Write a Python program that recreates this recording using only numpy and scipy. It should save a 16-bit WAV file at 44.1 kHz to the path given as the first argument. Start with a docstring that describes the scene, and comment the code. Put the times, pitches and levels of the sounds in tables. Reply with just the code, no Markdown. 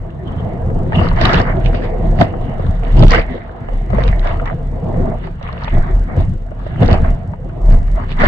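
"""Sealed camera in whitewater

Heard through a housing on a board: rocking and drumming as filtered low tones and noise, swelling in blows.
Water over the two ports is noise in lumps; spray is dense random grains, with gliding bubble rings.
Single splashes add a rising ring and a bright crack; narrow wavering bands of noise whistle briefly.
A faint hiss and regular ticks follow the loudness; the loudest surges overload the input."""
import sys
import numpy as np
from scipy import signal
from scipy.fft import rfft, irfft
from scipy.io import wavfile
from scipy.ndimage import uniform_filter1d

SR = 44100
rng = np.random.default_rng(int(sys.argv[2]) if len(sys.argv) > 2 else 0)


def volts_from_decibels(level):
    """Turn decibel levels (scalar or array-like) into linear amplitude factors."""
    exponent = np.asarray(level, float) / 20
    return 10 ** exponent


def generate_wav(signal):
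    """Clip the signal to [-1, 1] and save it as 16-bit WAV at the path in sys.argv[1]."""
    frames = np.transpose(np.atleast_2d(signal))
    scaled = np.clip(frames, -1, 1) * 32767
    pcm = np.round(scaled).astype(np.int16)
    wavfile.write(sys.argv[1], SR, pcm)


N = 364707

# splashes on the shell: t/s, body level/dB, ring start f/Hz, crack level/dB (6 dB is taken off), left-right/dB
SPLASHES = [(0.103, -36, 2740, -44, 6), (0.7, -15, 686, -56, 6), (0.922, -7, 823, -46, 1),
            (0.931, -14, 1780, -43, 7), (0.956, -17, 2900, -28, -4), (1.014, -3, 670, -33, 12),
            (1.079, -33, 4700, -25, -5), (1.087, -19, 4250, -20, -2), (1.114, -10.5, 910, -52, 9),
            (1.189, -9, 664, -20, -3), (1.213, -5, 670, -6, -2), (1.214, -15.5, 4600, -27, 0),
            (1.255, -3, 3820, -9, 3), (1.252, -0.5, 1155, 4.5, 3.5), (1.294, -3, 1205, -29, 9),
            (1.336, 1.5, 487, -5, 0), (1.4, -2, 670, -3, 12), (1.497, -10.5, 656, -28, -7),
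            (1.66, -16, 2390, -11, -6.5), (1.745, -10, 600, -26, 19), (1.821, -18, 506, -52, -1),
            (2.188, -26, 634, -18, 5), (2.212, 10, 653, -0.5, 5), (2.338, -15, 725, -57, 11),
            (2.595, -10, 494, -44, 6), (2.972, -20, 593, -13, -4), (3.001, -22, 892, -13, -1),
            (3.031, 2.5, 560, -21, -5.5), (3.036, -26, 2900, -5, 6), (3.118, -24, 2400, -1, -7.5),
            (3.146, 0.5, 1497, -30, 3.5), (3.185, -7, 690, -32, 1), (3.38, -18, 600, -28, 2),
            (3.686, -12, 633, -53, -1), (3.903, -13, 670, -21.5, 13), (3.932, -7.5, 455, -42, 14),
            (3.983, -3, 455, -52, -5), (4.037, -32, 700, -9, -1), (4.079, -24, 457, -12, -5.5),
            (4.194, -31, 615, -16.5, -4), (4.229, -23, 1520, -38, 7), (4.258, -9.5, 590, -41, 11),
            (4.272, -15.5, 2120, -13, -2), (4.311, -16, 613, -41, 17), (4.397, -17.5, 1340, -35, 9),
            (4.457, -19, 1750, -17.5, 1), (4.475, -22.5, 2000, -22, -3), (4.51, -13, 680, -46, 3),
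            (5.241, -18, 624, -37, -9), (5.272, -20, 870, -28, -1), (5.412, -16, 513, -43, 1),
            (5.428, -35, 2800, -19.5, 1), (5.475, -25, 2460, -44, 7), (5.489, -18, 1030, -53, 15),
            (5.528, -30, 4100, -35, 3), (5.578, -28, 2740, -37, 2), (5.621, -16, 896, -39, 10),
            (5.637, -27, 4420, -36, -1), (5.645, -22, 885, -15.5, -3), (5.677, -12, 854, -42, 13),
            (5.681, -21.5, 2450, -26, -4), (5.704, -28.5, 2800, -38, 1), (5.786, -28, 700, -23.5, -6),
            (6.174, -17, 646, -35, 2), (6.516, -16.5, 580, -63, 8), (6.664, -13.5, 560, -57, -1),
            (6.819, -2, 574, -13, 2), (6.831, -12, 690, -9, 9), (6.86, -42, 3420, -10, 13),
            (6.88, -23, 4430, -27, -6), (6.886, -2, 443, -31, -6), (6.912, -20, 4360, -13, 11),
            (6.929, -15, 4480, -4, 8), (6.942, -14, 670, -14.5, 7.5), (7.045, -15, 1070, -55, 7),
            (7.335, -20.5, 894, -45, 13.5), (7.494, -31, 1410, -38, 3), (7.879, -30, 1200, -30, 2),
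            (7.985, -26, 1050, -44, 7), (8.118, -26, 657, -17, -7), (8.166, -25, 820, -33, -2),
            (8.201, -13, 1200, -30, 1), (8.213, -24, 700, -28, 1), (8.235, 6, 600, -36.5, -1)]
# bending modes of the board: f/Hz, width/Hz, level/dB
BOARD_MODES = [(83.5, 34, 4), (116.1, 67.5, 9), (157.2, 33, -4), (209, 200, -8.5)]
# relative sound transmission of the housing: f/Hz, gain/dB
SHELL_GAIN = [(120, -50.5), (200, 2), (310, 4.5), (587, 5), (648, -1), (824, -5), (1190, -9.5), (2600, -17),
              (3860, -22), (5900, -49), (7670, -58.5), (13000, -120)]
# cavity in front of the left microphone: f/Hz, width/Hz, gain/dB
LEFT_CAVITY = [(272, 990, 5.5), (870, 340, -6), (960, 55, 3.5), (1200, 360, 6.5), (1820, 1220, -7),
               (2000, 290, 7), (3830, 230, -10), (5230, 130, 3.5), (6100, 870, -6.5)]
# cavity in front of the right microphone: f/Hz, width/Hz, gain/dB
RIGHT_CAVITY = [(670, 132, 12.5), (1200, 860, -5.5), (1814, 810, 6.5), (2226, 320, -2.5), (2883, 400, 7.5),
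                (3640, 430, 2.5), (4330, 1100, 2.5), (4970, 200, -7)]
# steady ride between blows: t/s, rocking level/dB, drumming level/dB, wash level/dB, spray level/dB
STEADY_RIDE = [(0, -8, -34.5, -34, -47.5), (0.199, -51, -22, -34.5, -50.5), (.3, -23.5, -22, -28, -41),
               (.44, -23, -23, -27, -43), (.66, -22, -19.5, -27, -45), (.82, -35, -14, -24.5, -44),
               (1.1, -11, -16.5, -27, -33), (1.6, -22.5, -21.5, -22, -37.5), (2.1, -18, -21, -24.5, -40.5),
               (2.329, -24, -23, -25, -42.5), (2.5, -22.5, -21, -25, -37.5),
               (2.8, -16.5, -24.5, -33, -40.5), (3.45, -33.5, -31.5, -34, -42),
               (3.85, -25.5, -27, -32.5, -43.5), (4.349, -18.5, -23, -27.5, -36),
               (4.7, -21.5, -26, -32, -49), (4.95, -22, -18.5, -19.5, -40), (5.37, -23.5, -29, -41, -46),
               (5.9, -28.5, -23, -31, -42), (6.45, -20, -31, -39, -49.5), (7.1, -31, -20.5, -28, -39.5),
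               (7.37, -30, -28, -39, -52.5), (7.6, -30, -26.5, -28, -46), (8.27, -18.5, -24, -48.5, -46)]
# shoves that set the mount swinging: t at full swing/s, hold/s, level/dB
SHOVES = [(.76, 0.045, -12.5), (1.08, 0.063, -22), (1.39, 0.0094, -8), (1.5, 0.013, -15.5),
          (1.66, 0.042, -12.5), (2.09, 0.046, -17), (2.42, 0.012, -14), (2.54, 0.019, -17.5),
          (2.7, 0.045, -14.5), (2.93, 0.076, -8), (3.059, 0.087, 0), (3.17, 0.03, -13.5),
          (3.73, 0.017, -16.5), (3.96, 0.015, -11), (4.06, 0.081, -10), (4.2, 0.052, -15),
          (4.99, 0.013, -12), (5.77, 0.016, -8), (5.95, 0.053, -9.5), (6.23, 0.0096, -8.5),
          (6.86, 0.084, -5), (7.06, 0.059, -9.5), (7.64, 0.011, -16.5), (7.701, 0.052, -3.5),
          (7.8, 0.15, -8.5), (8.21, 0.067, -12)]
# chop slamming the hull: t at full force/s, hold/s, level/dB
SLAMS = [(0.971, 0.016, -11), (1.152, 0.012, -25), (1.218, 0.045, -12), (1.3, 0.12, -18.5),
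         (1.55, 0.046, -17), (1.66, 0.0086, -11), (2.04, 0.0053, -15), (2.209, 0.0056, -8),
         (2.656, 0.046, -12), (2.94, 0.071, -11), (2.997, 0.059, -2.5), (3.089, 0.13, -21),
         (3.31, 0.0058, -19.5), (3.94, 0.012, -13.5), (4.01, 0.097, -15.5), (4.87, 0.013, -20),
         (4.96, 0.09, -17.5), (5.53, 0.011, -22), (5.734, 0.055, -15), (6.184, 0.013, -5.5),
         (6.271, 0.062, -14.5), (6.7, 0.1, -22), (6.818, 0.0069, -4), (6.918, 0.018, -7.5),
         (7.019, 0.013, -9), (7.295, 0.0059, -15), (7.69, 0.048, -8.5), (8.21, 0.071, -15)]
# water thrown over the camera: t at full flow/s, hold/s, wash level/dB, spray level/dB, mist level/dB
DOUSES = [(.27, 0.16, -40, -50, -57.5), (0.948, 0.12, -21.5, -24.5, -36), (1.172, 0.031, -33, -22.5, -38.5),
          (1.215, 0.18, -16.5, -14.5, -26.5), (1.471, 0.04, -40, -20.5, -45),
          (1.66, 0.0085, -45, -39, -41.5), (1.75, 0.0047, -24, -30, -37), (1.839, 0.0055, -20.5, -26, -37),
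          (2.208, 0.013, -12, -20.5, -28.5), (2.843, 0.1, -28, -35.5, -45.5), (2.973, 0.076, -17, -30, -32),
          (3.07, 0.034, -31, -41, -29.5), (3.115, 0.016, -18.5, -14, -24), (3.15, 0.043, -20.5, -19, -32.5),
          (3.29, 0.063, -27, -32.5, -47), (3.729, 0.0074, -30.5, -41, -52),
          (3.937, 0.069, -24.5, -27.5, -43), (4.006, 0.093, -25.5, -29.5, -38.5),
          (4.245, 0.072, -32, -24, -39.5), (4.466, 0.022, -45, -28.5, -50), (5.0, 0.12, -22, -36, -58),
          (5.24, 0.018, -52, -38, -48.5), (5.44, 0.15, -37, -35, -49), (5.611, 0.1, -42, -33, -45),
          (5.739, 0.045, -24, -34, -49), (5.82, 0.081, -33, -30.5, -49.5), (6.091, 0.09, -27.5, -35.5, -68),
          (6.175, 0.036, -23.5, -36, -43.5), (6.599, 0.18, -41.5, -42, -52.5), (6.67, 0.039, -42, -39, -54),
          (6.819, 0.018, -11.5, -25.5, -34), (6.905, 0.042, -13, -20.5, -31.5),
          (7.044, 0.037, -26.5, -29.5, -49), (7.71, 0.041, -29, -33, -44.5), (7.97, 0.066, -31, -33.5, -48),
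          (8.108, 0.0045, -28.5, -32, -37.5), (8.206, 0.095, -16.5, -13, -31)]
# brief narrow wavering whistles: t/s, hold/s, f/Hz, level/dB
WHISTLES = [(.19, 0.14, 1870, -51.5), (.27, 0.15, 3150, -57), (.958, 0.073, 2860, -30.5)]
# edges of the wash bands that slop on their own: f/Hz
GURGLE_EDGES_HZ = [205, 300, 420, 560, 943]

ROCK_HZ = 32.76
LOW_SPLASH_T60_S = 0.042  # ring at 1600 Hz or below
TICK_START_S, TICK_EVERY_S = .0231, 2048 / 48000
HISS_DB, TICK_DB = -51, -17  # re compressed loudness
TOP_HZ = 8800
MIST_UNDER_SPRAY_DB = -13  # steady ride only
SHOVE_RISE_DB_PER_S, SHOVE_FALL_DB_PER_S = 218, 182
SLAM_RISE_DB_PER_S, SLAM_FALL_DB_PER_S = 530, 430
DOUSE_RISE_DB_PER_S, DOUSE_FALL_DB_PER_S = 530, 278
BLIPS_PER_S, BLIP_DB, BLIP_CYCLES = 35, -7, 8.2  # level re spray or mist; envelope scale
SPRAY_EVEN, MIST_EVEN, TOP_EVEN = 2.6, 2.4, 1.6  # even hiss under the single drops


def band(x, lo_hz, hi_hz, order=2):
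    """Band-pass filter."""
    return signal.sosfilt(signal.butter(order, [lo_hz, min(hi_hz, .45 * SR)], "band", fs=SR, output="sos"), x)


def unit(x):
    """Scale to rms 1."""
    return x / np.sqrt(np.mean(x ** 2))


def walk(rate_hz):
    """Random levels held 1 / rate_hz and slewed twice; spread near 1."""
    k = int(SR / rate_hz)
    held = np.repeat(rng.standard_normal(N // k + 1), k)
    return 2.8 * uniform_filter1d(uniform_filter1d(held, k), k)[:N]


def pair(shared, facing=1):
    """Two noises with common power; facing scales the common part at right, negative inverts it."""
    left, right, both = rng.standard_normal((3, N))
    shared = np.clip(shared, 0, 1)
    common = np.sqrt(shared) * both * np.array([[1], [facing]])
    return common + np.sqrt(1 - shared) * np.array([left, right])


def patter(rate_hz, scatter_db, fade_s):
    """Envelope of random drops: many small, a few large, each spreading then dying away."""
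    hit, size = rng.random(N) < rate_hz / SR, rng.exponential(size=N)
    power = hit * volts_from_decibels(np.minimum(scatter_db * size, 4 * scatter_db)) ** 2
    p = np.exp(-1 / (fade_s * SR))
    return unit(np.sqrt(np.abs(signal.lfilter([1], [1, -2 * p, p * p], power))))


def housing(x, size=4096):
    """Causal shell and port response per microphone, from the cepstrum of the log gain."""
    hz = np.arange(size // 2 + 1) * SR / size + 1
    shell_hz, shell_db = np.transpose(SHELL_GAIN)
    out = []
    for side, port in zip(x, (LEFT_CAVITY, RIGHT_CAVITY)):
        db = np.interp(np.log(hz), np.log(shell_hz), shell_db)
        db = db + sum(d / (1 + (2 * (hz - f) / w) ** 2) for f, w, d in port)
        cepstrum = irfft(np.log(volts_from_decibels(np.maximum(db, -90))))
        cepstrum[1:size // 2] *= 2  # fold to minimum phase
        cepstrum[size // 2 + 1:] = 0
        impulse = irfft(np.exp(rfft(cepstrum)))
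        out.append(signal.fftconvolve(side, impulse)[:N])
    return np.array(out)


def blows(steady_db, start_s, held_s, peak_db, rise, fall):
    """Level in dB: each blow swells, holds and dies away, adding its power to the steady level."""
    t = np.arange(N)[::64] / SR
    early = start_s[:, None] - t
    late = t - (start_s + np.abs(held_s))[:, None]
    db = peak_db[:, None] - rise * np.maximum(early, 0) - fall * np.maximum(late, 0)
    power = np.sum(volts_from_decibels(db) ** 2, axis=0)
    return 10 * np.log10(volts_from_decibels(steady_db) ** 2 + np.interp(np.arange(N) / SR, t, power))


def grit(x):
    """Faint hiss and regular dry ticks, both rising and sinking with the loudness of x."""
    loudness = np.sqrt(np.abs(uniform_filter1d(np.mean(x ** 2, axis=0), size=2000))) ** 0.81
    at = (np.arange(TICK_START_S, N / SR, TICK_EVERY_S) * SR).astype(int)
    tick_db = TICK_DB + 4.5 * (rng.random(len(at)) - .5)
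    ticks = np.zeros(N)
    ticks[at] = volts_from_decibels(tick_db) * rng.choice([-1, 1], len(at))
    hiss = volts_from_decibels(HISS_DB) * unit(band(pair(0.13), 3000, 9500))
    return loudness * (ticks + hiss)


def mount():
    """The camera rocks on its arm at a wavering rate, shaken by broader low buffeting."""
    swing = np.sin(2 * np.pi * np.cumsum(ROCK_HZ * (1 + 0.089 * walk(12))) / SR)
    buffeting = unit(band(pair(0.91), 14.0, 52.4))
    return unit(unit(swing) * volts_from_decibels(1.9 * walk(9.6)) + volts_from_decibels(-6.0) * buffeting)


def board():
    """Chop knocks heavily damped bending modes; both microphones feel nearly the same."""
    knocks = pair(.94) * (1.1 + patter(60, 3, .008))
    modes = sum(volts_from_decibels(db) * unit(band(knocks, hz - w / 2, hz + w / 2)) for hz, w, db in BOARD_MODES)
    return unit(band(modes, 45, 241.0, order=3))


def whistles():
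    """Narrow wavering bands of noise that swell and fade."""
    t, out = np.arange(N) / SR, 0
    for s, held_s, hz, db in WHISTLES:
        rise_db = np.maximum(s - t, 0) * DOUSE_RISE_DB_PER_S
        fall_db = np.maximum(t - s - held_s, 0) * DOUSE_FALL_DB_PER_S
        level_db = db + 3.76 * walk(59.3) - np.minimum(rise_db + fall_db, 90)
        out = out + volts_from_decibels(level_db) * unit(band(pair(0.64, facing=-0.5), hz * .95, hz * 1.05))
    return out


def blips(spray_db, mist_db):
    """Droplets trap tiny bubbles that ring a few cycles, gliding up; each lands nearer one port."""
    when, pitch, size, side = rng.random((600, 4))[:int(BLIPS_PER_S * N / SR)].T
    starts, pitches_hz, sizes_db = (when * N).astype(int), 900 * 5.2 ** pitch, -4.0 * np.log(size)
    out, t = np.zeros((2, N + 1024)), np.arange(1024) / SR
    for i, hz, db, pan in zip(starts, pitches_hz, sizes_db, side):
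        under_db = spray_db[i] if hz < 2250 else mist_db[i]
        cycles = hz * t / BLIP_CYCLES
        envelope = 2 * cycles * np.exp(1 - 2 * cycles)
        ring = np.sin(2 * np.pi * hz * t * (1 + 0.045 * cycles)) * envelope
        sides = np.array([[np.cos(pan * np.pi / 2)], [-np.sin(pan * np.pi / 2)]])
        out[:, i:i + 1024] += volts_from_decibels(under_db + BLIP_DB + min(db, 6)) * ring * sides
    return out[:, :N]


def wash():
    """Sheets of water slop across the ports in uneven lumps; each band gurgles on its own."""
    lumps = housing(pair(.7) * (2.6 + patter(160, 3.5, .0025)))
    edges = zip(GURGLE_EDGES_HZ, GURGLE_EDGES_HZ[1:])
    return unit(sum(volts_from_decibels(0.87 * walk(24)) * band(lumps, lo, hi) for lo, hi in edges))


def rattle(edges_hz, steady, force):
    """Big drops sound across the range, small ones in their own band; a harder stream is grainier."""
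    big = patter(58, 6.5, 0.00024)
    hits = 0
    for lo, hi in zip(edges_hz, edges_hz[1:]):
        drops = 1.46 * big + 0.84 * patter(70, 5, 0.0005)
        grain = (steady + force * drops) / (steady + 2 * force)
        noise = unit(band(pair(0.41, facing=-0.5) * grain, lo, hi, order=3))
        hits = hits + noise * np.sqrt(hi - lo) * volts_from_decibels(1.35 * walk(20))
    return unit(housing(hits))


def spray(spray_db, mist_db):
    """Heavy drops knock low, mist ticks high; the top, above about 4.6 kHz, fades faster than the mist."""
    force = np.clip((spray_db + 50) / 22, .25, 1)
    heavy = volts_from_decibels(spray_db) * rattle([823, 1333, 1750, 2263], SPRAY_EVEN, force)
    mist = volts_from_decibels(mist_db) * rattle([2190, 2596, 3170, 4240, 4770], MIST_EVEN, force)
    top = volts_from_decibels(5.0 + 1.46 * mist_db) * rattle([4530, 5580, 6640, 9000], TOP_EVEN, force)
    return heavy + mist + top


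def splashes():
    """Each slap bursts around the ring of its trapped air pocket, with a bright crack through the shell."""
    burst = housing(pair(0.63, facing=-1.82))
    bright = unit(band(np.gradient(burst, axis=1), 2100, 4800))
    bright = bright + volts_from_decibels(-14.5) * unit(band(pair(0.65, facing=-1), 3900, 6130, order=3))
    out, t = np.zeros((2, N)), np.arange(int(.1 * SR)) / SR

    def dying(speed):
        """Fast onset, then exponential decay."""
        return (1 - np.exp(-t / 0.00048)) * np.exp(-np.log(1000) * speed * t / LOW_SPLASH_T60_S)

    snap = dying(4.85)
    for s, db, hz, crack_db, pan_db in SPLASHES:
        i = int(s * SR)
        n = min(len(t), N - i)
        ring = np.sin(2 * np.pi * hz * t * (1 + 3 * t))  # the pocket shrinks, so the pitch climbs
        rush = unit(band(burst[:, i:i + n], 0.91 * hz, hz + 1100))
        body = volts_from_decibels(db) * (0.42 * ring[:n] + 0.5 * rush)
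        body = body * dying(max(1, hz / 1600))[:n]  # small pockets die sooner
        crack = unit(bright[:, i:i + n] * snap[:n]) * np.sqrt(np.mean(snap[:n] ** 2))
        sides = volts_from_decibels(np.array([[pan_db], [-pan_db]]) / 2)
        out[:, i:i + n] += sides * (body + volts_from_decibels(crack_db - 6) * crack)
    return out


def scene():
    """All sounds as they reach the two microphones."""
    s, *columns = np.transpose(STEADY_RIDE)
    rock, drum, slop, drops = (np.interp(np.arange(N) / SR, s, c) for c in columns)
    rock_db = blows(rock, *np.transpose(SHOVES), SHOVE_RISE_DB_PER_S, SHOVE_FALL_DB_PER_S)
    drum_db = blows(drum, *np.transpose(SLAMS), SLAM_RISE_DB_PER_S, SLAM_FALL_DB_PER_S)
    at, held, *douse = np.transpose(DOUSES)
    steadies = (slop, drops, drops + MIST_UNDER_SPRAY_DB)
    wash_db, spray_db, mist_db = (
        blows(steady, at, held, peak, DOUSE_RISE_DB_PER_S, DOUSE_FALL_DB_PER_S)
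        for steady, peak in zip(steadies, douse))
    ride = volts_from_decibels(rock_db) * mount() + volts_from_decibels(drum_db) * board()
    water = volts_from_decibels(wash_db) * wash() + spray(spray_db, mist_db) + blips(spray_db, mist_db)
    return ride + water + splashes() + whistles()


def top_cut(x):
    """Nothing passes above the cut-off."""
    return signal.sosfilt(signal.butter(12, 16500, fs=SR, output="sos"), x)


def record(dry):
    """Capsules round big swings, a coupling filter lets flat tops sag, the top is cut, the converter clips."""
    rounded = dry / (1 + np.abs(dry / 1.1) ** 6) ** (1 / 6)
    sagged = signal.lfilter(*signal.butter(1, 9, "high", fs=SR), rounded)
    low_pass = signal.ellip(6, .2, 30, TOP_HZ, fs=SR, output="sos")
    cut = signal.sosfiltfilt(low_pass, sagged + grit(sagged))
    clipped = np.clip(1.03 * cut, -1, 1)
    return top_cut(clipped)


dry = scene()
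out = record(dry)
generate_wav(out)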